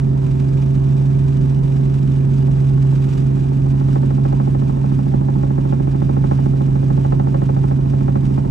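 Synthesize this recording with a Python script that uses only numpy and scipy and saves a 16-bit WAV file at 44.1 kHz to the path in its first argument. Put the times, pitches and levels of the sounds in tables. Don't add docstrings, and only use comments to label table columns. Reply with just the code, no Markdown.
import sys
import numpy as np
from scipy import signal
from scipy.fft import rfft, irfft, next_fast_len
from scipy.io import wavfile
from scipy.ndimage import uniform_filter1d, map_coordinates

SR = 44100
rng = np.random.default_rng(int(sys.argv[2]) if len(sys.argv) > 2 else 0)


def put_to_file(sound):
    columns = np.atleast_2d(sound).T
    safe = np.clip(columns, -1, 1)
    whole_steps = np.round(safe * 32767)
    wavfile.write(sys.argv[1], SR, whole_steps.astype(np.int16))


def decibels_to_gain(level_db):
    exponent = np.asarray(level_db, float) / 20
    return 10 ** exponent


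N = 374850

# (time [s], level [dB])
FIRING_TONE = [(0.0, -15.5), (0.21, -16.5), (0.95, -14.5), (2.06, -15.5), (2.77, -13.5), (2.91, -13.5),
               (3.15, -17.5), (3.27, -14.5), (3.38, -17), (3.69, -15), (4.61, -16), (4.73, -18.5),
               (4.88, -16.5), (5.66, -17.5), (6.77, -15.5), (8.38, -16.5), (8.5, -21)]
FIRINGS_PER_BLADE, CYLINDERS = 10, 6
FLARE_S = 3.36
EVEN_SLAP_DB = -22


def unit(x):
    return x / np.sqrt(np.mean(x ** 2) + 1e-20)


def along(points, hz, column=1):
    table = np.transpose(points)
    return np.interp(np.log(hz + 1), np.log(table[0] + 1), table[column])


def curve(rows):
    s, values = np.transpose(rows)
    return np.interp(np.arange(N) / SR, s, values)


def flare(before, after):
    takes_s = 0.11
    return before + (after - before) / (1 + np.exp((FLARE_S - np.arange(N) / SR) / takes_s))


def wobble(rate):
    return map_coordinates(rng.standard_normal(int(N * rate / SR) + 4), [np.arange(N) * rate / SR])


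def filtered(x, response):
    m = next_fast_len(N + SR // 2)
    tail = x[..., :-SR // 10:-1] * np.linspace(1, 0, SR // 10 - 1)
    x = np.concatenate([x, tail], axis=-1)
    return irfft(rfft(x, m) * response(np.fft.rfftfreq(m, 1 / SR)), m)[..., :N]


def resonances(modes):
    def response(f):
        total = 0
        for k, (centre, width, db) in enumerate(modes):
            damping = 1j * f * width
            total = total + (-1) ** k * decibels_to_gain(db) * damping / (centre ** 2 - f ** 2 + damping + 1e-9)
        return total
    return response


def orders(turns, table, drift_db, drift_rad):
    knots = np.arange(0, N + SR, SR // 3)
    total = np.zeros(N)
    for k, db in table:
        size, shift = [np.interp(np.arange(N), knots, rng.standard_normal(len(knots))) for _ in "ab"]
        angle = 2 * np.pi * (k * turns + rng.random()) + drift_rad * shift
        total += decibels_to_gain(db + 2.5 + drift_db * size) * np.cos(angle)
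    return total


def airflow():
    # (frequency [Hz], density [dB per Hz])
    roar = [(22, -77), (32, -65.5), (42, -52.5), (60, -54.5), (130, -47.5), (230, -43.5), (300, -54.5),
            (500, -63), (650, -63), (820, -62.5), (1000, -67), (1300, -83.5), (1700, -82.5), (3000, -100)]
    z = signal.stft(rng.standard_normal((2, N)), nperseg=2048)[2]
    patches = rng.standard_normal(z.shape[1:])
    patches = uniform_filter1d(uniform_filter1d(patches, 5, 0), 5, 1)
    noise = unit(signal.istft(z * decibels_to_gain(1.8 * unit(patches)), nperseg=2048)[1][:, :N])
    return decibels_to_gain(flare(-2.5, -2.27)) * filtered(noise, lambda hz: np.sqrt(SR / 2) * decibels_to_gain(along(roar, hz)))


def rattle(firings):
    # (frequency [Hz], density [dB per Hz])
    panel_colour = [(600, -18.5), (1200, 13.5), (1900, 1), (2600, 5.5), (3400, 3), (4200, -3), (5000, -4),
                    (6500, -2), (8400, -3.5), (10000, -13.5), (11700, -0.5), (12600, -8), (14900, -2),
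                    (15300, -13.5)]
    # (frequency [Hz], width [Hz], level [dB])
    trim = [(1920, 13, -5.5), (2423, 27, 0), (2925, 19, -2.5), (3610, 28, -1), (3940, 66, -10.5),
            (4810, 70, -5.5), (5580, 68, -11), (7300, 88, -5), (7400, 47, -14), (8850, 34, -11.5)]
    # (time [s], level [dB], length [s])
    jolts = [
        (0.1, -3, 0.11),
        (0.455, 1, 0.049),
        (3.115, 3, .15),
        (3.607, -1, 0.099),
        (3.708, 4, 0.018),
        (3.929, 3, 0.048),
        (5.534, -1.5, 0.033),
        (6.322, 5, 0.044),
        (6.461, 5, 0.017),
        (7.558, 0.5, 0.34),
    ]
    t = np.arange(N) / SR
    tone_db = curve(FIRING_TONE)
    level_db = flare(-58, -58.5) + 0.35 * (tone_db - tone_db.mean())
    for s, db, length in jolts:
        level_db += db * np.exp(-((t - s) / length) ** 2)
    cam = 2 * np.pi * (firings - .3) / CYLINDERS
    blade = 2 * np.pi * (firings - 3.6) / FIRINGS_PER_BLADE
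    shake = 0.9 * np.cos(cam) + 1.1 * np.cos(2 * cam) + 0.13 * np.cos(4 * cam)
    shake += 0.43 * np.cos(cam) * np.cos(blade) + .5 * np.cos(blade)
    loose = decibels_to_gain(.6 * wobble(12) + 1.4 * wobble(30) + .6 * wobble(90))
    sharpness = flare(1.5, 1.1)
    gate = decibels_to_gain(1.22 * sharpness * shake) * loose
    fade = np.exp(-1 / (0.0015 * SR))
    gate = signal.lfilter([1 - fade], [1, -fade], gate ** 0.95) * decibels_to_gain(1.7 * wobble(600))

    def colour(hz):
        singing = sum(1.3 / (1 + (2 * (hz - c) / w) ** 2) * decibels_to_gain(0.37 * db) for c, w, db in trim)
        return decibels_to_gain(along(panel_colour, hz)) * (1 + singing)

    buzz = unit(filtered(gate * rng.standard_normal((2, N)), colour))
    return decibels_to_gain(level_db + 10) * buzz


def valve_train(firings):
    # (firing multiple [1], level [dB rms])
    valves = [(4, -56), (8, -63), (9, -66), (10, -67)]
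    return orders(firings, valves, drift_db=2, drift_rad=4)


def gearbox(firings):
    # (mesh multiple [1], level under the mesh tone [dB])
    mesh_harmonics = [(1, 5.5), (2, -32), (3, -31)]
    # (frequency [Hz], level [dB rms])
    electric = [(9464, -83.5), (9736, -73.5)]
    teeth = 57
    turns = firings / FIRINGS_PER_BLADE / 2
    wander = .4 * wobble(5) + .3 * np.sin(2 * np.pi * turns)
    angle = 2 * np.pi * teeth * turns + wander
    mesh = sum(decibels_to_gain(db) * np.cos(k * angle) for k, db in mesh_harmonics)
    whine = sum(decibels_to_gain(db) * 2 ** .5 * np.cos(2 * np.pi * hz * np.arange(N) / SR) for hz, db in electric)
    uneven_db = .6 * np.sin(2 * np.pi * turns + 3.1) + .6 * wobble(6.4)
    return decibels_to_gain(flare(-42, -44.5) + 8 + uneven_db) * mesh + whine


def rotor(firings):
    # (blade-pass multiple [1], level [dB rms])
    blade_harmonics = [(2, -61), (3, -39.5), (4, -35.5), (6, -41.5), (7, -40.5), (8, -54.5), (9, -37.5),
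                       (11, -38), (12, -32), (13, -56.5), (14, -47), (16, -41), (17, -58), (18, -59),
                       (19, -47.5), (21, -52), (22, -45.5), (23, -60), (24, -47), (26, -44), (27, -46),
                       (28, -46), (29, -55.5)]
    # (thirds of the blade rate [1], level [dB rms])
    between_tones = [(13, -50.5), (17, -38.5), (47, -40), (52, -38.5)]
    blades = firings / FIRINGS_PER_BLADE
    pressed = orders(blades, blade_harmonics, drift_db=2, drift_rad=.5)
    return pressed + orders(blades / 3, between_tones, drift_db=2.5, drift_rad=.5)


def cabin_thump(starts, wake_db):
    # (frequency [Hz], level [dB], t60 [s])
    air_modes = [(108, -10.5, 0.23), (173, -6, 0.043), (198, 3.5, .1), (258.2, -3, 0.072),
                 (321.8, 6, 0.039), (349, -2, 0.08)]
    deep_hz, deepens_db_per_s = 230, 1.13
    late = round(.002 * SR)
    t = np.arange(SR // 8) / SR
    hz, level_db, t60 = np.transpose(air_modes)[:, :, None]
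    ringing = -decibels_to_gain(level_db - 60 * t / t60) * np.sin(2 * np.pi * hz * t) * (1 - np.exp(-t / .004))
    thump_db = flare(-28.5, -16.5)[starts] + 0.42 * (wake_db - EVEN_SLAP_DB)
    push = np.zeros(N + SR)
    for at, db in zip(starts, thump_db):
        deepening = decibels_to_gain((hz < deep_hz) * deepens_db_per_s * (at / SR - FLARE_S))
        push[at + late:][:len(t)] += decibels_to_gain(db) * np.sum(ringing * deepening, axis=0)
    return push[:N]


def canopy_slap(starts, slap_db):
    # (delay [s], level [dB])
    echoes = [(.0037, -4), (.0085, -9.5), (.013, -9), (.019, -13), (.026, -21)]
    # (frequency [Hz], width [Hz], level [dB])
    canopy_modes = [(332, 132, 0), (468, 76, 2), (542, 53, 4), (794, 88, 3.5), (1107, 134, -6.5),
                    (1300, 206, -12.5), (1775, 390, -25)]
    crack_late, crack_t60_s = round(.003 * SR), 0.055
    t = np.arange(SR // 8) / SR
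    ring, crack = np.zeros((2, 2, N + SR))
    for at, db in zip(starts, slap_db):
        pulses = decibels_to_gain(-29 - 60 * t / .09) * rng.standard_normal((2, len(t)))
        pulses[:, 0] = 1
        for delay, echo_db in echoes:
            place = round((delay + rng.normal(0, .00012)) * SR)
            pulses[:, place] += decibels_to_gain(echo_db + rng.normal(0, 1, 2))
        ring[:, at:at + len(t)] += decibels_to_gain(db) * pulses
        hiss = decibels_to_gain(-60 * t / crack_t60_s) * rng.standard_normal((2, len(t)))
        crack_db = -45 + 1.5 * (db - EVEN_SLAP_DB)
        crack[:, at + crack_late:][:, :len(t)] += decibels_to_gain(crack_db) * (2 * pulses + hiss)
    canopy = lambda hz: resonances(canopy_modes)(hz) / (1 + 1j * hz / 3000)
    bright = lambda hz: resonances([(2100, 2200, 0)])(hz) ** 3
    return decibels_to_gain(35) * filtered(ring[:, :N], canopy) + filtered(crack[:, :N], bright)


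def slaps(firings):
    # (time [s], slap peak [dB])
    wake = [(2.4, -28.5), (3.7, -31), (3.95, -18), (4.18, -23), (4.4, -19.5), (4.75, -24), (5.3, -21.5),
            (5.85, -21), (6.31, -14.5), (6.55, -27.5), (7.12, -17.5), (7.27, -18), (7.42, -17), (7.7, -20),
            (7.82, -33.5), (8.12, -15.5), (8.27, -30.5), (8.4, -21.5)]
    # (time [s], level [dB])
    strays = [(3.81, 2.5), (4.105, -1.5), (4.25, 3), (4.325, 3), (5.51, 2), (5.73, 3.5), (5.875, -2.5),
              (6.02, -2), (6.17, -4), (6.315, -0.5), (6.61, 4.5), (7.125, 3.5), (7.27, -1.5), (7.345, 2),
              (7.64, -2.5), (7.715, 4.5), (7.94, 3.5), (8.155, 5), (8.23, -4.5), (8.375, 2.5)]
    first_pass, last_pass = 33, 114
    slap_at_firing, slip_per_pass = 7.8, .012
    jitter_s = .0005
    high_blade_db = 1.5
    passes = np.arange(first_pass, last_pass + 1)
    due = passes * FIRINGS_PER_BLADE + slap_at_firing + slip_per_pass * (passes - first_pass)
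    starts = np.searchsorted(firings, due)
    starts = starts + np.round(jitter_s * SR * rng.standard_normal(len(starts))).astype(int)
    wake_db = curve(wake)[starts]
    slap_db = wake_db - high_blade_db * (-1) ** passes
    for s, db in strays:
        slap_db[np.abs(starts - s * SR).argmin()] += db
    return cabin_thump(starts, wake_db) + canopy_slap(starts, slap_db)


def engine(firings):
    # (crank order [1], level [dB rms])
    crank_orders = [(1, -34.5), (1.5, -36), (2, -42.5), (2.5, -53.5), (3.5, -29.5), (4, -37), (4.5, -34.5),
                    (5, -42), (5.5, -37), (6.5, -49), (7, -63.5), (7.5, -41), (8, -45.5), (9, -49.5),
                    (9.5, -60.5), (10, -61.5), (10.5, -62.5), (11, -51.5), (13.5, -52.5), (18, -51.5)]
    angle = 2 * np.pi * firings
    tone = decibels_to_gain(curve(FIRING_TONE) + 5.0) * np.cos(angle)
    octave = -decibels_to_gain(flare(-37, -33.5) + 8.5) * np.cos(2 * angle + 0.067 * wobble(5.2))
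    fifth = decibels_to_gain(flare(-39.5, -39.5) + 1.5 * wobble(4.9)) * np.cos(5 * angle + 0.17 * wobble(12))
    crank = orders(firings * 2 / CYLINDERS, crank_orders, drift_db=0.5, drift_rad=0.22)
    return tone + octave + fifth + crank


def ports(sound, other):
    # (frequency [Hz], left minus right [dB], left lag [rad], likeness [0-1])
    port_pair = [(50, -.4, .03, 1), (88, -2, 0.13, 0.9), (134.5, -2.5, 0.35, 1), (167, -14.5, 1.1, 0.95),
                 (293, -4.5, 0.65, .9), (323, -14.5, 1.22, 0.94), (443, -3.5, 2.28, 0.31),
                 (623, -2.5, 2.93, 0.89), (916, -2.5, 4.07, 0.96), (1170, -3.5, 3.74, 0.49),
                 (1580, 1.5, 5.96, 0.46), (2200, 0.5, 6.3, 0.72), (3140, -3.5, 6.3, 0.17),
                 (4640, 2, 7.43, 0.34), (6060, -1, 6.9, 0.8), (7100, -17.5, 6.3, 0.78),
                 (8100, -1, 7.8, 0.23), (10800, -1, 8.66, 0.94), (11300, 2, 9, 1), (12300, -2.5, 8.7, 1)]
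    left = lambda hz: decibels_to_gain(along(port_pair, hz)) * np.exp(-1j * along(port_pair, hz, column=2))
    alike = lambda hz: np.clip(along(port_pair, hz, column=3), 0, 1)
    shared = filtered(sound, lambda hz: left(hz) * alike(hz))
    unrelated = filtered(other, lambda hz: left(hz) * np.sqrt(1 - alike(hz) ** 2))
    return np.array([shared + unrelated, sound])


def scene():
    # (time [s], firing rate [Hz])
    speed = [(0.0, 135.83), (0.5, 135.67), (1.0, 136.18), (1.5, 136.42), (2.0, 136.24), (2.5, 135.92),
             (3.0, 135.62), (3.5, 135.9), (4.0, 135.91), (4.5, 135.71), (5.0, 135.72), (5.5, 136.26),
             (6.0, 136.38), (6.5, 136.13), (7.0, 135.9), (7.5, 135.69), (8.0, 135.72), (8.5, 136.03)]
    firings = np.cumsum(curve(speed)) / SR
    noises = airflow() + rattle(firings) + slaps(firings)
    tones = gearbox(firings) + rotor(firings) + engine(firings)
    return ports(noises[0] + tones, noises[1] + .5 * tones) + valve_train(firings)


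def low_pass(x):
    return signal.sosfilt(signal.butter(12, 15784, fs=SR, output="sos"), x)


def record(dry):
    # (frequency [Hz], level [dB])
    sum_kept = [(11000, 0), (11750, -2), (12200, -13), (12450, -80)]
    # (frequency [Hz], level [dB])
    difference_kept = [(5300, 0), (5800, -16), (7500, -26), (8300, -5), (9000, -6)]
    mid = filtered((dry[0] + dry[1]) / 2, lambda hz: decibels_to_gain(along(sum_kept, hz)))
    side = filtered((dry[0] - dry[1]) / 2, lambda hz: decibels_to_gain(along(difference_kept, hz)))
    return low_pass(np.array([mid + side, mid - side]))


dry = scene()
out = record(dry)
put_to_file(out)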